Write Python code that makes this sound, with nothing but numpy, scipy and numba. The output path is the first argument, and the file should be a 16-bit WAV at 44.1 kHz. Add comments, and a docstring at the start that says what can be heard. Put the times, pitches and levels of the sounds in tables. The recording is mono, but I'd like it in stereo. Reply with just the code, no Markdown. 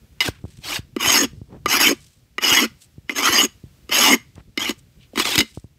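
"""At arm's length from a handheld phone with two microphone ports, a flat scraper works on a concrete slab.
First two light strokes push loose dirt: filtered grain clicks that hiss. From 1 s to 4.7 s the bare edge
rasps in seven strokes: grain clicks drive drifting modes, and decaying modes make the taps of landing.
From 5.1 s come more taps and a last light stroke. Between strokes crumbs and a sleeve rustle as filtered clicks;
throughout, fingers bump the phone (filtered pulses) and the garden rumbles (shaped noise) behind a faint echo."""
import sys
import numpy as np
from scipy import signal
from scipy.fft import rfft, irfft, next_fast_len
from scipy.io import wavfile
from scipy.ndimage import uniform_filter1d, map_coordinates
from numba import njit

SR = 44100
rng = np.random.default_rng(int(sys.argv[2]) if len(sys.argv) > 2 else 0)


def digitize_waveform(pressure):
    """Quantize a signal to 16-bit integers and store it at the path in sys.argv[1].

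    Rows of a 2-D input are taken as channels; values are limited to [-1, 1].
    """
    field = np.atleast_2d(pressure).T
    bounded = np.clip(field, -1, 1)
    quanta = np.round(bounded * 32767).astype(np.int16)
    wavfile.write(sys.argv[1], SR, quanta)


N = 254898
T = np.arange(N) / SR  # t/s
SIZE = next_fast_len(N + SR, True)  # transform length, with a second to spare
HZ = np.maximum(np.arange(SIZE // 2 + 1) * SR / SIZE, 1)  # f/Hz of each transform bin

# Levels in the tables are relative; some sources add an overall trim.
# Bare edge on concrete: [bite t/s, hardest push t/s, lift t/s, level/dB, bite re hardest level/dB,
# lift re hardest level/dB, flexing at the lift level/dB]
SCRAPES = [ (1.004, 1.146, 1.248, -9.5, -12, -9, -2), (1.692, 1.850, 1.922, -10, -6, -9, 3.5),
           (2.430, 2.560, 2.651, -11, -3, -7, -5.5), (3.103, 3.122, 3.129, -31, -1, 0, -1),
           (3.165, 3.370, 3.452, -12.5, -5.5, 0, -8), (3.925, 4.079, 4.147, -9.5, -3.5, -1.5, -0.5),
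           (4.598, 4.67, 4.713, -23.5, 0.5, -1, -13)]
# Light strokes through loose dirt: same columns as SCRAPES
SWEEPS = [ (0.195, 0.27, 0.28, -21.5, 0, 1, -11.5), (0.644, 0.767, 0.7745, -22, -10, -4, -22.5),
          (5.186, 5.304, 5.412, -19.5, 1.5, -2.5, 3.5)]
# Moments where the edge skims and loses grip (level drops) or the hand pushes in a surge (level rises): [t/s,
# change of level/dB]
GRIPS = [(0.238, -6.5), (1.734, 3.5), (1.788, -8.5), (3.224, -4), (3.258, 2), (3.31, -6.5), (4.05, 2),
         (4.649, 1.5), (5.239, -10), (5.37, -6.5)]
# The edge catches and chatters near one mode: [t/s, f/Hz, glide/(Hz/s), level/dB]
CHATTER = [(1.081, 3070, -2, -18), (1.17, 5310, -4, -15), (1.865, 2243, -1.5, -13),
           (2.526, 2883, -3000, -13.5), (2.578, 2035, 1999.5, -10.5), (3.259, 3142, 2997.5, -15.5),
           (3.275, 1319, -2.5, -11), (3.372, 4884, -3000, -11.5), (3.4, 2910, 1, -10.5),
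           (4.139, 2084, 7.5, -10), (4.62, 3217, 9000, -22), (4.668, 2280, 3000, -27.5)]
# The edge lands or hits a stone: [t/s, level/dB, then re that: low flexing level/dB,
# lowest modes level/dB, upper modes level/dB, crushed grit level/dB; damping factor]
TAPS = [ (0.205, -2.5, -32, -18, -2, -26, 0.67), (0.2165, -16, -32, -20, -1, -12, 0.4),
        (0.964, -14, -1.5, 10, -9, -13, 1.24), (1.659, -6.5, -7.5, 8, -10, -10, 0.65),
        (2.382, -7.5, -14, 0.5, -15, -18.5, 1.26), (3.095, -9, -12, -6.5, -20, -20.5, 1.4),
        (3.893, -22.5, 0.5, 3, -7.5, -5.5, 0.8), (4.575, -9, -8.5, -13, 1, -9.5, 0.69),
        (4.693, -19, 8.5, -4, 12, 8, 1.8), (4.706, -25.5, 5.5, -12, 0, 1.5, 1.2),
        (5.134, -50, 22, 2, 6, -6, 1.7), (5.158, -17.5, -1.5, 3, -9, -5.5, 1.5),
        (5.176, -11, -5, 6.5, -4, -5.5, 0.94), (5.198, -1, -14, 6.5, -4.5, -3, 0.99),
        (5.254, -11.5, -7, 15, -14, -3.5, 0.83), (5.356, -8.5, -8, -10, 5, 2, 1.8),
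        (5.379, -3, -13.5, -10, 4.5, 2, 0.81), (5.388, -5, -21, -7.5, 10.5, 5.5, 0.42),
        (5.405, -2.5, -16, -19, 4, -4, 0.85)]
# Modes of the scraper: [f/Hz, undamped width/Hz, rubbed level/dB, struck level/dB]
MODES = [(1212, 84, -1.5, -0.5), (2036, 52, -1, -1), (2263, 110, -8, -2.5), (2680, 170, -13, -12),
         (2931, 53, 5.5, -5), (3765, 88, -16.5, -5), (4180, 320, -9.5, 1.5), (4920, 240, -6, -0.5),
         (5020, 96, -5, -1), (6492, 120, 7, -18), (11074, 980, -9.5, -19), (12040, 2300, -19.5, -21)]
# Slow flexing of the scraper in the hand: [f/Hz, width/Hz, level/dB]
FLEX = [(233, 22, -6.5), (297.6, 97, 0), (360, 60, -0.5), (482, 150, -5)]
# Colour of grit under the edge: [f/Hz, level/dB]
GRIT = [(150, -23.5), (260, -15), (480, -5), (700, -6), (1050, 1.5), (2700, 0), (4000, -5.5), (5500, 2),
        (7500, -17.5), (9600, -21), (11800, -13), (15500, -26)]
# Colour of loose dirt: [f/Hz, level/dB]
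LOOSE_DIRT = [(300, -11), (1000, 0), (2000, 0.5), (5200, 2.5), (7500, -7.5), (9600, -9.5), (12000, -10.5),
              (15500, -14.5)]
# Rustles of crumbs, sleeve and fingers: [t/s, half length t/s, level/dB, centre f/Hz, filter width/Hz]
RUSTLES = [(0.306, 0.1, -51.5, 1650, 2600), (0.547, 0.11, -54.5, 3230, 8900),
           (1.539, 0.041, -39.5, 170, 500), (2.062, 0.098, -54.5, 4800, 9860),
           (2.829, 0.023, -47.5, 5560, 12200), (4.356, 0.0017, -43.5, 3980, 4900),
           (4.386, 0.02, -47.5, 887, 1490), (4.793, 0.0091, -52, 4800, 11000),
           (5.033, 0.026, -52, 2900, 2000), (5.526, 0.078, -51.5, 4430, 8940)]
# Fingers on the phone, mostly beside the right port: [t/s, thud level/dB, knock re thud level/dB,
# left minus right level/dB]
BUMPS = [ (.287, -14, 8.5, -29.5), (0.441, -17.5, -12.5, -24), (.452, -26.5, 3, -23.5),
         (.791, -18, -17, -25), (1.076, -19, -12, -21.5), (1.333, -28, -36.5, -19.5),
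         (1.416, -21.5, -16, -27), (2.519, -21, -15, -12.5), (2.981, -25.5, -36, -25.5),
         (3.297, -22.5, -21.5, -24.5), (3.639, -24, -45, -26.5), (4.38, -27.5, -2.5, -31),
         (5.38, -11.5, -15, 23), (5.574, -19.5, 0.5, -39), (5.643, -25.5, -12, -44)]
# Colour of a thud through the case: [f/Hz, level/dB]
BUMP = [(25, -39), (55, 1), (110, 5.5), (350, -9.5), (2000, -65)]
# Colour of the short knock: [f/Hz, level/dB]
KNOCK = [(80, -10), (300, 5.5), (700, -6.5), (1300, -17.5), (5000, -80)]
# Colour of the garden air: [f/Hz, level/dB]
GARDEN = [(22, -32.5), (50, -12.5), (130, -3), (400, -20.5), (900, -33), (2500, -31.5), (8000, -36.5),
          (10000, -38.5), (15000, -39)]
# Course of the low rumble: [t/s, level/dB]
RUMBLE = [(0.1, -3.5), (1.7, 6), (2.2, -8), (5.1, -2), (5.75, -10.5)]
# Balance of the two microphone ports: [f/Hz, left minus right level/dB]
PORT_BALANCE = [(300, 0.5), (1000, 1.5), (1500, -4), (3000, -1.5), (4500, -4), (6300, -0.5), (8000, 19),
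                (10000, 11), (12000, 1.5), (15000, 6.5)]
# Sound common to both ports: [f/Hz, share of power]
PORT_LIKENESS = [(300, 1), (1200, 0.56), (2500, 0.36), (5000, 0.046), (12000, 0.66)]
# Lag of the right port, shorter in the bass: [f/Hz, lag t/s]
PORT_LAG = [(300, 0.00022), (1500, 0.00033)]

GARDEN_DB = -45.5  # base level/dB
TOP_HZ = 15600  # upper limit of the microphone f/Hz
GRIP_S = 0.011  # half length of each skim or surge t/s
DRAG_FLEX_DB, FLEX_RISE_S = -17.5, 0.052  # little flexing in mid-stroke, more as it tips up to lift


def scrapes(level_db=-0.87, flex_db=-1, ring_db=3, grit_db=-2.5, fine_db=-3, fine_per_db=0.2064,
            wander_db=5, judder_db=1.0, bite_db_per_s=1100, lift_db_per_s=1400, drift=0.017,
            stones_db=-10.5):
    """The edge judders over grit; its modes swell, fade and bend as the contact point shifts."""
    force_db, low_db = controls(SCRAPES, bite_db_per_s, lift_db_per_s)
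    force = undb(force_db)
    push = grains(5000, 3.7) * undb(judder_db * walk(330) + 1.6 * walk(70))
    rasp = undb(grit_db) * patchy(filtered(push, colour(GRIT)))
    for hz, width, db, _ in MODES:
        gain = undb(db + ring_db + wander_db * walk(38))
        bent_hz = hz * (1 + drift * walk(30))
        rasp = rasp + gain * ringing(push, bent_hz, float(width))
    rasp = steady(hollowed(rasp)) + undb(stones_db) * stones()
    # a harder push crushes finer grit
    rasp = brighten(rasp, fine_db + fine_per_db * force_db)
    return undb(level_db) * force * rasp + flexing(push * force * undb(low_db + flex_db))


def controls(strokes, bite_db_per_s, lift_db_per_s):
    """Strokes bite, arch up to the hardest push, ease and lift: gives force and flexing level/dB."""
    levels, flexes = [], []
    for bite, hardest, lift, db, bite_db, lift_db, flex_db in strokes:
        before = np.clip((hardest - T) / (hardest - bite), 0, 1)
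        after = np.clip((T - hardest) / (lift - hardest), 0, 1)
        off_slab = bite_db_per_s * np.maximum(bite - T, 0) + lift_db_per_s * np.maximum(T - lift, 0)
        levels.append(db + bite_db * before ** 2 + lift_db * after ** 2 - off_slab)
        tipped = np.exp(-(np.maximum(lift - T, 0) / FLEX_RISE_S) ** 2)
        flexes.append(DRAG_FLEX_DB + (flex_db - DRAG_FLEX_DB) * tipped)
    grip_db = sum(db * np.exp(-((T - s) / GRIP_S) ** 2) for s, db in GRIPS)
    strongest = np.argmax(levels, axis=0)
    return np.max(levels, axis=0) + grip_db, np.choose(strongest, flexes)


def patchy(push, depth_db=6, shifts_per_s=36, patch_hz=210):
    """Each patch of concrete grips differently, so bright spots keep shifting through the rasp."""
    hz, s, cells = signal.stft(push, SR, nperseg=512, noverlap=384)
    places = np.meshgrid(hz / patch_hz, s * shifts_per_s, indexing="ij")
    spots = map_coordinates(rng.standard_normal((256, 1024)), places, order=3, mode="wrap")
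    _, sound = signal.istft(cells * undb(depth_db * spots), SR, nperseg=512, noverlap=384)
    return sound[:, :N]


def hollowed(x, node_hz=4000, width_hz=600, slide=0.12):
    """The blade stays still at one frequency between modes; this gap slides with the contact point."""
    return x - ringing(np.ascontiguousarray(x), node_hz * np.exp(slide * walk(11)), float(width_hz))


def steady(x, over_s=0.028):
    """Hold short-term power at 1: the hand's push sets it, the modes trade it among themselves."""
    power = uniform_filter1d(np.mean(x ** 2, axis=0), max(int(over_s * SR), 1))
    return x / np.sqrt(np.maximum(power, 1e-18))


def stones():
    """Coarse grains crack one by one under the edge."""
    return unit(filtered(grains(170, 1), colour(GRIT)))


def brighten(x, fine_db, split_hz=4200):
    """Weight the sound between coarse grit below the split and fine grit above it."""
    fine = filtered(x, 1 / (1 + (split_hz / HZ) ** 6))
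    share = np.clip(undb(fine_db) ** 2, 0, .8)
    return (x - fine) * np.sqrt(2 * (1 - share)) + fine * np.sqrt(2 * share)


def flexing(push):
    """The whole scraper wobbles in the hand and rings on briefly, too small to radiate deep bass."""
    body = sum(undb(db) * resonance(hz, width) for hz, width, db in FLEX)
    radiation = colour([(130, -27.5), (220, 7.0), (380, 4.0), (560, -0.5), (1000, -14.5)])
    return filtered(push, unit(body * radiation))


def chatter(width_hz=200, half_s=.02):
    """The slips lock near one mode, which rings out of the rasp and slides as the edge turns."""
    push, out = grains(6000, 0.7), np.zeros((2, N))
    for s, hz, glide, db in CHATTER:
        near = np.abs(T - s) < .1
        age = T[near] - s
        swell = np.exp(-(age / half_s) ** 2)
        out[:, near] += undb(db) * swelling(push[:, near], swell, hz + glide * age, width_hz)
    # kept to the strokes, with 5 ms crossings at bite and lift
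    touching = sum(1. * ((T >= bite) & (T <= lift)) for bite, _, lift, *_ in SCRAPES)
    return out * uniform_filter1d(touching, SR // 200)


def taps(ring_db=1, crunch_db=-1, fine_db=-5, crush_s=0.0025, skid_db=-25, skid_s=0.015,
         rebound_s=.0048, rebound_db=-7):
    """A landing rings the scraper, rebounds once, makes it flex, crushes a few grains and skids."""
    rings, crush, flex = np.zeros((2, N + SR)), 0, 0
    for s, db, low_db, body_db, top_db, grit_db, damping in TAPS:
        for when, blow_db in (s, db), (s + rebound_s, db + rebound_db):
            ring, at = strike(body_db, top_db, damping), int(when * SR)
            rings[:, at:at + ring.shape[1]] += undb(blow_db + ring_db) * ring
        age = np.abs(T - s)
        fade = np.exp(-np.minimum(age / crush_s, 20)) + undb(skid_db) * np.exp(-age / skid_s)
        force = undb(db) * (T >= s) * fade
        crush = crush + force * undb(grit_db + crunch_db)
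        flex = flex + force * undb(low_db)
    push = grains(9000, 2.1)
    crunch = filtered(push * crush, unit(colour(LOOSE_DIRT) + mode_bank().sum(0)))
    return rings[:, :N] + brighten(crunch, fine_db) + flexing(push * flex)


def strike(body_db, top_db, damping, rise_s=0.00017, port_scatter=0.39, detune=.022):
    """A blow rings the modes: its place sets their strengths, firm contact damps and detunes them."""
    t = T[:SR // 5]
    hz, width, _, db = np.transpose(MODES)[:, :, None]
    gain = undb(db + np.interp(hz, [1300, 1950, 2300, 3700], [body_db, 0, 0, top_db]))
    start, apart, shift = rng.standard_normal((3, len(MODES), 1))
    hz = hz * (1 + detune * damping * shift)
    phase = 2 * np.pi * (hz * t + start)
    lag = 2 * np.pi * hz * np.interp(hz, *np.transpose(PORT_LAG)) + port_scatter * apart
    fade = gain * np.exp(-np.pi * width * damping * t) * (1 - np.exp(-t / rise_s))
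    return np.sum(fade * np.sin([phase, phase - lag]), axis=1) * np.sqrt(2 / np.sum(gain ** 2))


def mode_bank():
    """Responses of the rubbed modes, one row each."""
    return np.array([undb(db) * resonance(hz, width) for hz, width, db, _ in MODES])


def sweeps(flex_db=-2.5, ring_db=-8, fine_db=-6.0, judder_db=1.5, bite_db_per_s=900,
           lift_db_per_s=850, stones_db=-17):
    """Loose dirt rolls under a light edge and hisses, barely ringing it."""
    force_db, low_db = controls(SWEEPS, bite_db_per_s, lift_db_per_s)
    force = undb(force_db) * (T >= TAPS[0][0])  # silent until the edge first lands
    push = grains(16000, 0.96) * undb(judder_db * walk(250))
    dirt = filtered(push, colour(LOOSE_DIRT) + undb(ring_db) * mode_bank().sum(0))
    hiss = steady(patchy(dirt, depth_db=4.5, shifts_per_s=85))
    hiss = brighten(hiss + undb(stones_db) * stones(), fine_db)
    return force * hiss + flexing(push * force * undb(low_db + flex_db))


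def trickle(scatter_db=-31, scatter_s=0.017, settle_db=-46.5, settle_s=0.042, dust_db=-54, dust_s=0.22,
            follow=0.58):
    """Dirt flung off each stroke's end skitters and settles; fine dust hisses on a little longer."""
    def fading(db, decay_s):
        """A flow that starts at each lift and dies away; a harder stroke flings more."""
        flow = 0
        for _, _, lift, push_db, *_ in SCRAPES + SWEEPS:
            flow = flow + undb(follow * push_db) * (T >= lift) * np.exp(-np.abs(T - lift) / decay_s)
        return undb(db) * flow

    flow = fading(scatter_db, scatter_s) + fading(settle_db, settle_s)
    skitter = filtered(grains(2700, 6), unit(colour(LOOSE_DIRT) * resonance(1500, 7000)))
    crumbs = flow * undb(2 * walk(25)) * skitter
    dust = filtered(grains(9000, 3), unit(colour(LOOSE_DIRT) * resonance(8300, 23000)))
    return crumbs + fading(dust_db, dust_s) * dust


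def rustles(flutter_db=3):
    """Crumbs tick, cloth brushes past as the arm swings back and fingers shift: swells of clicks."""
    push, out = grains(1900, 2.4) * undb(flutter_db * walk(180)), np.zeros((2, N))
    for s, half_s, db, hz, width in RUSTLES:
        near = np.abs(T - s) < 3 * half_s + .02
        swell = np.exp(-((T[near] - s) / half_s) ** 2)
        centre = np.full(len(swell), float(hz))
        out[:, near] += undb(db) * swelling(push[:, near], swell, centre, width)
    return out


def bumps(thud_db=1, knock_db=2):
    """Dull thuds through the phone's case, each with a short knock, loudest at the nearest port."""
    pulses = np.zeros((2, 2, N))  # thud or knock, port, time
    for s, db, hard_db, pan_db in BUMPS:
        ports = undb(np.minimum([pan_db, -pan_db], 0))
        pulses[:, :, int(s * SR)] = np.outer(undb([db + thud_db, db + hard_db + knock_db]), ports)
    shapes = colour(BUMP), colour(KNOCK)
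    return sum(filtered(p, shape / np.abs(irfft(shape)).max()) for p, shape in zip(pulses, shapes))


def yard(x, echo_db=-22, t60_s=0.26):
    """Quick reflections from pots, bed edges and walls, as a decaying noise tail."""
    t = T[:SR]
    tail = rng.standard_normal((2, len(t))) * undb(-60 * t / t60_s) * (t > .004)
    echo = undb(echo_db) * tail / np.sqrt(np.sum(tail ** 2) / 2)
    return x + filtered(x, rfft(echo, SIZE) * resonance(2300, 3500))


def garden(shared_db=-3, deep_hz=85, rumble_db=-2.5, waver_db=4, hiss_db=-5, hiss_waver_db=2.2):
    """Wavering rumble under faint distant hiss; the deepest part is mostly each port's own moving air."""
    gusts = filtered(rng.standard_normal((2, N)), .5 + 3 / (1 + (HZ / deep_hz) ** 4))
    air = unit(filtered(undb(shared_db) * rng.standard_normal(N) + gusts, colour(GARDEN)))
    rumble = filtered(air, 1 / (1 + (HZ / 500) ** 4))
    hiss = (air - rumble) * undb(hiss_db + hiss_waver_db * walk(3.4))
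    course_db = np.interp(T, *np.transpose(RUMBLE))
    return undb(GARDEN_DB) * (hiss + rumble * undb(rumble_db + course_db + waver_db * walk(39)))


def grains(per_s, spread_db):
    """Clicks of breaking grit, partly shared by both ports and slightly earlier at the left one."""
    struck = rng.random((3, N)) < per_s / SR
    sizes = rng.standard_normal((3, N)) * undb(spread_db * rng.standard_normal((3, N)))
    clicks = unit(struck * sizes)
    shared = np.clip(along(PORT_LIKENESS), 0, 1)
    ports = filtered(clicks[0], np.sqrt(shared)) + filtered(clicks[1:], np.sqrt(1 - shared))
    return np.array([ports[0], filtered(ports[1], right_port())])


def right_port():
    """Response that makes a sound reach the right port slightly later."""
    return np.exp(-2j * np.pi * HZ * along(PORT_LAG))


def swelling(push, swell, hz, width_hz):
    """Clicks through two equal resonances in a row, swelling and fading at a set level."""
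    once = ringing(np.ascontiguousarray(push), hz, float(width_hz))
    ring = swell * ringing(once, hz, float(width_hz))
    return unit(ring) * np.sqrt(np.mean(swell ** 2))


@njit
def ringing(x, hz, width_hz):
    """One damped mode whose centre moves, at both ports."""
    out, band, low = np.empty_like(x), np.zeros(2), np.zeros(2)
    for i in range(len(hz)):
        g, k = np.tan(np.pi * hz[i] / SR), width_hz / hz[i]  # tuning and damping
        for c in range(2):
            v = (band[c] + g * (x[c, i] - low[c])) / (1 + g * (g + k))
            band[c], low[c], out[c, i] = 2 * v - band[c], low[c] + 2 * g * v, k * v
    return out


def resonance(hz, width_hz):
    """Response of one damped mode, gain 1 at its centre."""
    return 1 / (1 + 1j * (HZ / hz - hz / HZ) * hz / width_hz)


def colour(points):
    """Causal (minimum-phase) response with the given (f/Hz, level/dB) shape."""
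    cepstrum = irfft(np.log(undb(along(points))), SIZE)
    cepstrum[1:SIZE // 2] *= 2
    cepstrum[SIZE // 2 + 1:] = 0
    return np.exp(rfft(cepstrum))


def along(points):
    """Join (f/Hz, value) points on a log-frequency axis."""
    hz, value = np.transpose(points)
    return np.interp(np.log(HZ), np.log(hz), value)


def filtered(x, response):
    """Pass a sound through a response."""
    return irfft(rfft(x, SIZE) * response, SIZE)[..., :N]


def walk(rate):
    """Random wandering, spread near 1: random points, so many per second, joined by straight lines."""
    knots = rng.standard_normal(N // 10)
    return 1.2 * np.interp(T * rate, np.arange(len(knots)), knots)


def undb(db):
    """Decibels to gain."""
    return 10 ** (np.asarray(db) / 20)


def unit(x):
    """Scale to rms 1."""
    return x / np.sqrt(np.mean(np.abs(x) ** 2))


def scene():
    """Scraping on the slab, a little to the left, over finger bumps and the quiet garden."""
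    slab = yard(scrapes() + chatter() + sweeps() + taps() + trickle() + rustles())
    balance = undb(np.outer([.5, -.5], along(PORT_BALANCE)))
    return filtered(slab, balance) + bumps() + garden()


def record(dry):
    """The phone's ports notch the treble; it thins deep bass, flattens loud peaks and cuts the top."""
    ceiling, low_cut_hz, notch_hz, notch_width_hz = 0.95, 21, 9600, 510
    notched = filtered(dry, 1 - 0.84 * resonance(notch_hz, notch_width_hz))
    thinned = signal.sosfilt(signal.butter(2, low_cut_hz, "highpass", fs=SR, output="sos"), notched)
    rounded = thinned / (1 + (thinned / ceiling) ** 4) ** (1 / 4)
    return signal.sosfilt(signal.ellip(10, .2, 70, TOP_HZ, fs=SR, output="sos"), rounded)


dry = scene()
out = record(dry)
digitize_waveform(out)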